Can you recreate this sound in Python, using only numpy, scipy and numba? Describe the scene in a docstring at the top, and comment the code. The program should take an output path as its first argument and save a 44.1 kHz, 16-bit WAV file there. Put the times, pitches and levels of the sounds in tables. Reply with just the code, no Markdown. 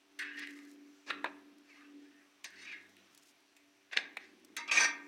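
"""Flatbreads fry on a hot flat griddle close to a phone; an extractor fan hums in the tiled kitchen. From 0.2 s
a steel spatula scrapes, its stick-slip clicks ringing the blade, and fat spits. At 1.1 s knocks thud on the
plate. More strokes follow, the fat sputters again around 3 s, and the hardest knock lands near 4 s. From 4.55 s
the spatula knocks and scrapes again, its blade ringing with other modes."""
import sys
import numpy as np
from scipy import signal
from scipy.fft import rfft, irfft
from scipy.io import wavfile
from scipy.ndimage import uniform_filter1d
from numba import njit

SR = 44100
rng = np.random.default_rng(int(sys.argv[2]) if len(sys.argv) > 2 else 0)


def int16_out(signal):
    """Quantize to a 16-bit WAV file."""
    q = np.round(np.clip(np.atleast_2d(signal).T, -1, 1) * 32767)
    wavfile.write(sys.argv[1], SR, q.astype(np.int16))


N = 223665
T = np.arange(N) / SR
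BURST_SAMPLES = 2000

# Grit between the blade's rings: f/Hz, density/dB
RASP_SPECTRUM = [(150, -28.5), (250, -17), (569, -15.5), (1150, -11.5), (1430, -20), (1560, -7), (1730, -4),
                 (2320, -10.5), (2850, -6.5), (3000, -18), (3350, -8), (6260, -2.5), (7600, -14),
                 (15000, -37)]
def scrapes():
    """Dense uneven slips ring the blade's modes, sing and squeal in its bend and edge, rasp in between."""
    push_db, bright_db, weight_db, bend_hz, edge_hz, grit_db = strokes()
    chatter = undb(push_db + 2.6 * np.clip(walk(110), -2, 1.5))
    slips = chatter * unit(rng.standard_normal(N) * undb(0.77 * rng.exponential(size=N)))

    def colour(hz, span=slice(N)):
        """Bright strokes lift high modes, heavy ones low; modes near bend and edge are favoured."""
        octaves = np.log2(hz / 2100)
        if octaves > 0:
            tilt_db = (bright_db[span] - 3.5) * np.clip((octaves - .45) / 0.99, 0, 1.2)
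        else:
            tilt_db = (weight_db[span] + 13.5) * min(-octaves / 1.6, 1)
        near_bend = np.exp(-(np.log2(hz / bend_hz[span]) / 0.22) ** 2)
        near_edge = np.exp(-(np.log2(hz / edge_hz[span]) / 0.11) ** 2)
        return undb(tilt_db + 4.3 * (near_bend + near_edge))

    def drive(hz, span):
        """Each mode is caught and let go as the grip shifts."""
        return slips[span] * colour(hz, span) * undb(3.62 * walk(25.022)[span])

    rings = blades(drive, width_scale=0.9)
    bend = sweep(sweep(sweep(slips, bend_hz, 10.3), bend_hz, 4.7), bend_hz, 4.0)
    squeal_hz = bend_hz * (1 + 0.045 * walk(30))
    squeal = sweep(sweep(slips * undb(7.0 * walk(34.96)), squeal_hz, 41.0), squeal_hz, 9.9)
    edge = sweep(sweep(slips * undb(bright_db + 9.0 * walk(27.24)), edge_hz, 38.0), edge_hz, 2.6)
    bands = list(third_octaves(RASP_SPECTRUM))
    grit = sum(noise * colour(hz) for hz, noise in bands) / np.std(sum(noise for _, noise in bands))
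    rasp = chatter * undb(grit_db) * grit
    return undb(18.5) * rings + undb(9) * (bend + squeal) + undb(-3.5) * edge + undb(-7) * rasp


# Blade strokes: t/s, rise/s, hold/s, fall/(dB/s), level/dB, start brightness/dB, pressed brightness/dB,
# weight on plate/dB, start bend f/Hz, end bend f/Hz, edge f/Hz at 0 dB brightness, grit/dB
BLADE_STROKES = [(0.188, 0.0018, 0.026, 80, -37.5, -3, -20.5, -22.5, 1645, 1760, 4940, -1),
                 (0.335, 0.051, 0.044, 241, -44, -13.5, -15.5, -25, 1780, 2080, 5100, 5),
                 (0.516, 0.017, 0.045, 82, -64.5, -6, 2, 2, 2150, 1780, 4660, -12),
                 (1.063, 0.035, 0.0025, 502, -43.5, -1, -8, -5.5, 2390, 2260, 4200, 3),
                 (1.63, 0.071, 0.13, 197, -60.5, -2.5, -8, -6, 2490, 1560, 3970, -0.5),
                 (1.974, 0.05, 0.18, 202, -69.5, -2, -10.5, -7, 1780, 1920, 4300, 0),
                 (2.439, 0.0047, 0.011, 458, -46, 9, -1.5, -10, 2300, 1910, 4770, 3.5),
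                 (2.458, .01, 0.13, 152, -55.5, -9.5, -6, -23, 1660, 1660, 4160, -4),
                 (2.509, 0.097, 0.045, 302, -48, -2, -4, -20, 1850, 2160, 5100, 0.5),
                 (2.649, 0.021, 0.05, 153, -44.5, -11, -11, -21, 2740, 1815, 5160, -2),
                 (3.911, 0.02, 0.0019, 603, -42.5, -10, -4, -7, 2200, 2280, 3900, 0),
                 (3.958, 0.013, 0.00071, 1205, -35.5, -36, -1.5, -6.5, 2380, 2440, 3930, 9),
                 (4.176, 0.0064, 0.064, 300, -57.5, -23, -2, -18, 1870, 2040, 4100, 2),
                 (4.5648, 0.0013, 0.018, 206, -41.5, 15.5, -7, -3, 1940, 2140, 5180, -5),
                 (4.677, 0.0009, 0.02, 1400, -42, 1.5, -24.5, -9, 2380, 2400, 5500, -3),
                 (4.7114, 0.00081, .14, 372, -29.5, 1, -0.5, -2, 2440, 2327, 6070, -4)]
def strokes():
    """Each stroke rises, holds, then fades and dulls on lifting; its bend glides. The loudest rules."""
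    rise_db, settled_db, dull_db_per_db, edge_oct_per_db = 15, 12, 0.5, 0.0724
    t = T[::32]
    (start_s, rise_s, hold_s, fall_db_per_s, level_db, bright0_db, bright1_db,
     weight_db, bend0_hz, bend1_hz, edge0_hz, grit_db) = np.transpose(BLADE_STROKES)[:, :, None]
    age_s = t - start_s
    press_s = rise_s + hold_s
    faded_db = fall_db_per_s * np.maximum(age_s - press_s, 0)
    push_db = np.where(age_s < 0, -200, level_db - rise_db * np.clip(1 - age_s / rise_s, 0, 1) - faded_db)
    bright_db = bright0_db + (bright1_db - bright0_db) * np.clip(age_s / press_s, 0, 1)
    bright_db -= dull_db_per_db * np.minimum(faded_db, 30)
    glide_s = press_s + settled_db / fall_db_per_s
    bend_hz = bend0_hz + (bend1_hz - bend0_hz) * np.clip(age_s / glide_s, 0, 1)
    edge_hz = edge0_hz * 2 ** (edge_oct_per_db * bright_db)
    loudest = push_db.argmax(axis=0), np.arange(len(t))
    controls = np.broadcast_arrays(push_db, bright_db, weight_db, bend_hz, edge_hz, grit_db)
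    return [np.interp(T, t, control[loudest]) for control in controls]


# Modes of the blade, before and from 4.55 s: f/Hz, unscaled width/Hz, level/dB
EARLY_MODES = [(1236, 77, -17), (1570, 47, -8.5), (1666, 26, -3.5), (1743, 32, -6.5), (1830, 26, -8),
               (1933, 39, -9.5), (2044, 38, -9.5), (2147, 47, -9.5), (2403, 67, -12), (2530, 35, -13),
               (2636, 38, -9), (2740, 24, -15), (2873, 50, -15.5), (3297, 33, -15), (3770, 50, -9.5),
               (4215, 40, -14.5), (4340, 61, -12.5), (4650, 42, -12), (5126, 43, -8.5), (5200, 47, -10.5),
               (6030, 68, -16.5), (7230, 56, -14), (8130, 27, -11), (8920, 45, -17)]
LATE_MODES = [(935, 33, -17.5), (1225, 63, -13), (1574, 49, -9.5), (1853, 31, -8), (2018, 26, -6),
              (2120, 50, -8.5), (2313.4, 25, -5), (2510, 75, -10), (2628, 50, -9.5), (3370, 90, -10),
              (3700, 55, -12), (3930, 39, -12), (4420, 55, -12), (4640, 27, -9), (5170, 20, -4),
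              (5210, 16, -16), (5364, 25, -11), (5753, 22, -7.5), (6026, 23, -7), (6190, 33, -12),
              (6430, 36, -8.5), (7300, 43, -12.5), (7680, 25, -16), (8200, 36, -16.5), (8630, 36, -16),
              (9210, 39, -22), (9780, 39, -19.5), (12300, 40, -46), (12800, 72, -36), (14100, 31, -37)]
def blades(drive, width_scale):
    """The blade rings with one set of modes until 4.55 s, then another; drive(hz, span) is the push on one
    mode."""
    swap = int(4.55 * SR)
    return np.concatenate([
        sum(undb(db) * mode(drive(hz, span), hz, width_scale * width_hz) for hz, width_hz, db in modes)
        for modes, span in ((EARLY_MODES, slice(swap)), (LATE_MODES, slice(swap, N)))])


# Blows on the plate: t/s, level/dB, main ring f/Hz, second ring f/Hz, clank/dB, thud/dB, edge/dB,
# decay/ms, room send/dB, blade send/dB
PLATE_KNOCKS = [(0.191, -41, 1700, 2040, -15, -40, 4.5, 3.4, 12, 17),
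                (0.371, -56, 1810, 2400, -9, -30, 1, 1.8, 5, -3),
                (0.472, -38.5, 2020, 2400, -8, -27, -11, 2, 8, -9),
                (0.588, -48, 2340, 1860, -6, -27, -10, 1.8, 0, -12),
                (1.101, -30, 2400, 1650, -3, -10, -24, 7, 1, -3),
                (1.1054, -25.5, 2400, 1480, -6.5, -9, -21.5, 2.4, 4, -6),
                (1.2429, -26.5, 1620, 1134, -9.5, 2.5, -22, 4.1, -4.5, -14.5),
                (1.2567, -35.5, 2430, 1630, -14, 2, -33, 13, -2, -6),
                (2.4426, -39.5, 2620, 2010, -2, -33, 1, 2.9, -7, 3.5),
                (2.967, -52, 2020, 2560, -5, -15, -2, 1.6, 12, -5),
                (3.565, -57.5, 2150, 2480, -6, -14, 3, 6.2, 9, 0),
                (3.912, -50.5, 1880, 2500, -4, -6, -19, 3, -1, -8),
                (3.9305, -35, 1880, 2540, -4, -7.5, -19, 4.1, 3, -18),
                (3.9718, -17, 1880, 2690, 0, -12.5, -29.5, 2, -6, -8),
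                (3.9852, -32, 1750, 2640, -2, -4.5, -33, 4.7, 7.5, -6),
                (4.169, -31.5, 2370, 1730, -9.5, -3, -14.5, 4.1, -2.3, -3),
                (4.5656, -35, 1660, 2660, -1, -27, 2.5, 5, -6, 5.5),
                (4.678, -44.5, 2500, 2300, -12, -25, -18, 1.7, -6, 1),
                (4.713, -22.5, 2570, 2240, -14, -27, -18.5, 2.6, -3, 2.5)]
def knocks():
    """Each blow cracks through three plate rings, a thud and a bright edge, and sets the blade ringing."""
    direct, to_room, to_blade = np.zeros((3, N + BURST_SAMPLES))
    for t, db, main_hz, second_hz, clank_db, thud_db, edge_db, decay_ms, room_db, blade_db in PLATE_KNOCKS:
        parts = ((main_hz, 450, 0), (second_hz, 450, -1.5), (3730, 500, clank_db),
                 (680, 800, thud_db), (7000, 6000, edge_db))
        blow = np.zeros(BURST_SAMPLES)
        for hz, width_hz, part_db in parts:
            ring = band(burst(decay_ms), hz, width_hz)
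            ring = band(band(ring, hz, 2.76 * width_hz), hz, 2.76 * width_hz)
            blow += undb(db + part_db) * ring / abs(ring).max()
        span = slice(int(t * SR), int(t * SR) + BURST_SAMPLES)
        direct[span] += blow
        to_room[span] += blow * undb(room_db)
        to_blade[span] += blow * undb(blade_db)
    rings = blades(lambda hz, span: to_blade[span], width_scale=0.43)
    return direct[:N] + undb(7.5) * rings, to_room[:N]


# Spits of hot fat: t/s, peak level/dB
FAT_SPITS = [(0.393, -42), (0.5074, -50), (0.65, -55), (0.714, -51), (1.583, -59.5), (2.504, -56),
             (3.1478, -51), (3.176, -47), (3.272, -58), (3.404, -64), (4.397, -62), (4.4475, -46)]
# Bouts of sputtering: start t/s, end t/s, nominal rate/(pops/s)
FAT_SPUTTERS = [(0.338, 0.747, 1570), (2.8, 2.935, 410), (3.117, 3.202, 1500), (3.215, 3.316, 1560)]
def fat(sizzle_per_s=260, pop_ms=1.71, spit_hz=5740):
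    """Hot fat spits over a faint sizzle of short hisses that thickens in patchy bouts."""
    out = np.zeros(N + BURST_SAMPLES)
    for t, db in FAT_SPITS:
        spit = band(burst(decay_ms=3.2), spit_hz, 1.1 * spit_hz)
        out[int(t * SR):int(t * SR) + BURST_SAMPLES] += undb(db) * spit / abs(spit).max()
    bouts = sum(float(rate) * ((T > start_s) & (T < end_s)) for start_s, end_s, rate in FAT_SPUTTERS)
    bouts = uniform_filter1d(bouts, size=800)
    for hz, db in ((5570, -80), (11000, -95)):
        pops = rng.random(N) < (sizzle_per_s + bouts * undb(5.0 * walk(70))) / SR
        sizes = undb(3.1 * np.minimum(rng.exponential(size=N), 3.5))
        puffs = signal.lfilter([1], [1, -np.exp(-1000 / (pop_ms * SR))], pops * sizes)
        out[:N] += undb(db) * band(puffs * rng.standard_normal(N), hz, width_hz=3200)
    return out[:N]


# Extractor hum: t/s, 3rd harmonic level/dB, 2nd harmonic level/dB
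FAN_LEVELS = [(0.0, -72, -109), (0.34, -59, -90), (0.39, -53, -92.5), (0.87, -58.5, -93),
              (1.03, -70.5, -100), (1.13, -56, -70.5), (1.57, -61, -90.5), (1.68, -67.5, -97.5),
              (1.98, -59, -84), (2.41, -82, -92), (2.58, -71, -77), (3.04, -72.5, -79), (3.23, -80, -92.5),
              (3.87, -77, -97), (3.98, -73, -100), (4.02, -66.5, -81.5), (4.84, -62.5, -80.5),
              (5.07, -54, -88)]
# Upper motor harmonics: order, level/dB, share of the swell
FAN_HARMONICS = [(4, -75.5, 0.59), (6, -91.5, 0.035), (7, -87.5, 0.026)]
def fan(motor_hz=96.1):
    """Wavering motor harmonics over a duct rumble; both swell and sink."""
    t, *levels_db = np.transpose(FAN_LEVELS)
    hum_db, low_db = (np.interp(T, t, db) for db in levels_db)
    swell_db = hum_db - hum_db.mean()
    phase = 2 * np.pi * np.cumsum(motor_hz * (1 + 0.00283 * walk(5.025))) / SR
    harmonics = [(1, low_db + 6.5), (2, low_db), (3, hum_db)]
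    harmonics += [(k, db + share * swell_db) for k, db, share in FAN_HARMONICS]
    hum = sum(undb(db + 2.17 * walk(8.6)) * np.sqrt(2) * np.sin(k * phase) for k, db in harmonics)
    rumble = unit(band(band(rng.standard_normal(N), 308.5, 99), 284, 200))
    rumble_db = -70.5 + 0.71 * swell_db + 0.48 * (low_db - low_db.mean())
    return hum + rumble * undb(rumble_db)


# Air and frying noise: f/Hz, density/dB
KITCHEN_SPECTRUM = [(120, -51), (200, -19.5), (289, -2.5), (334, -5), (387, -8), (519, -11.5), (671, -8.5),
                    (1180, -8), (2420, -6.5), (4950, -14), (5450, -13.5), (5940, -10.5), (6500, -18.5),
                    (16000, -29.5)]
def kitchen(level_db=-69.5):
    """Steady air and frying noise; bands swell together and flicker alone."""
    swell_db = walk(1.47)
    air = sum(noise * undb(swell_db + 1.3 * walk(9)) for _, noise in third_octaves(KITCHEN_SPECTRUM))
    return undb(level_db) * unit(air)


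@njit
def walls(x, lags, gain, damp):
    """Echoes off the tiles: eight cross-fed delay lines, duller on every round."""
    line, soft, out = np.zeros((8, 4096)), np.zeros(8), np.zeros(len(x))
    for i in range(len(x)):
        total = 0.
        for k in range(8):
            soft[k] += (1 - damp) * (gain[k] * line[k, (i - lags[k]) & 4095] - soft[k])
            total += soft[k]
            out[i] += soft[k] * (1 - 2 * (k % 2))
        for k in range(8):
            line[k, i & 4095] = x[i] + soft[k] - total / 4
    return out


def burst(decay_ms):
    """Decaying crack of noise, peak 1."""
    t = np.arange(BURST_SAMPLES) / SR
    x = rng.standard_normal(len(t)) * np.exp(-t / (decay_ms / 1000)) * np.minimum(t / 0.00048, 1)
    return x / abs(x).max()


def band(x, hz, width_hz):
    """Two-pole resonance, centre gain 1."""
    return signal.lfilter(*signal.iirpeak(hz, hz / width_hz, fs=SR), x)


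def mode(x, hz, width_hz):
    """Narrow ring with steep skirts."""
    return band(band(x, hz, width_hz), hz, 8 * width_hz)


@njit
def sweep(x, hz, q):
    """State-variable band-pass, moving centre."""
    y, mid, low = np.empty(len(x)), 0., 0.
    for i in range(len(x)):
        g = np.tan(np.pi * hz[i] / SR)
        v = (mid + g * (x[i] - low)) / (1 + g * (g + 1 / q))
        mid, low, y[i] = 2 * v - mid, low + 2 * g * v, v / q
    return y


def walk(rate_hz):
    """Random steps smoothed twice; spread near 1."""
    hold = int(SR / rate_hz)
    steps = np.repeat(rng.standard_normal(N // hold + 1), hold)
    return 1.45 * uniform_filter1d(uniform_filter1d(steps, hold), hold)[:N]


def third_octaves(spectrum):
    """Independent noise bands (f/Hz, signal) that together follow a spectrum."""
    hz, db = np.transpose(spectrum)
    bins_oct = np.log2(np.fft.rfftfreq(N, 1 / SR) + 1)
    gain = undb(np.interp(bins_oct, np.log2(hz), db))
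    for centre_oct in np.log2(22) + np.arange(30) / 3:
        window = np.sqrt(np.clip(1 - 3 * abs(bins_oct - centre_oct), 0, 1))
        yield 2 ** centre_oct, irfft(rfft(rng.standard_normal(N)) * window * gain, N)


def undb(db):
    return 10 ** (np.asarray(db) / 20)


def unit(x):
    return x / np.sqrt(np.mean(x ** 2))


def scene():
    """Scrapes and knocks with their echoes, over fat, fan and kitchen noise; mono."""
    scrape = scrapes()
    knock, knock_send = knocks()
    lags, t60_s = np.array([487, 631, 797, 953, 1129, 1327, 1531, 1783]), 0.6
    room = walls(undb(3) * scrape + knock_send + 1e-18, lags, undb(-60 * lags / SR / t60_s), damp=0.49)
    return (scrape + knock + undb(-20) * room + fat() + fan() + kitchen())[None]


# Phone self-noise: f/Hz, density/dB
MURMUR_SPECTRUM = [(13, -37), (30, -25), (60, -18), (140, -16), (190, -9.5), (250, -28), (420, -120)]
def record(dry):
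    """The phone steps the bass down, adds its own low murmur and cuts the very top."""
    bass_hz, bass_cut_db, murmur_db, top_hz = 187, 16, -94, 16100
    thin = signal.sosfilt(signal.ellip(5, 1, bass_cut_db, bass_hz, "high", fs=SR, output="sos"), dry)
    murmur = sum(noise * undb(4.2 * walk(4.1)) for hz, noise in third_octaves(MURMUR_SPECTRUM) if hz < 500)
    top_cut = signal.ellip(10, .2, 60, top_hz, fs=SR, output="sos")
    return signal.sosfilt(top_cut, thin + undb(murmur_db) * unit(murmur))


dry = scene()
out = record(dry)
int16_out(out)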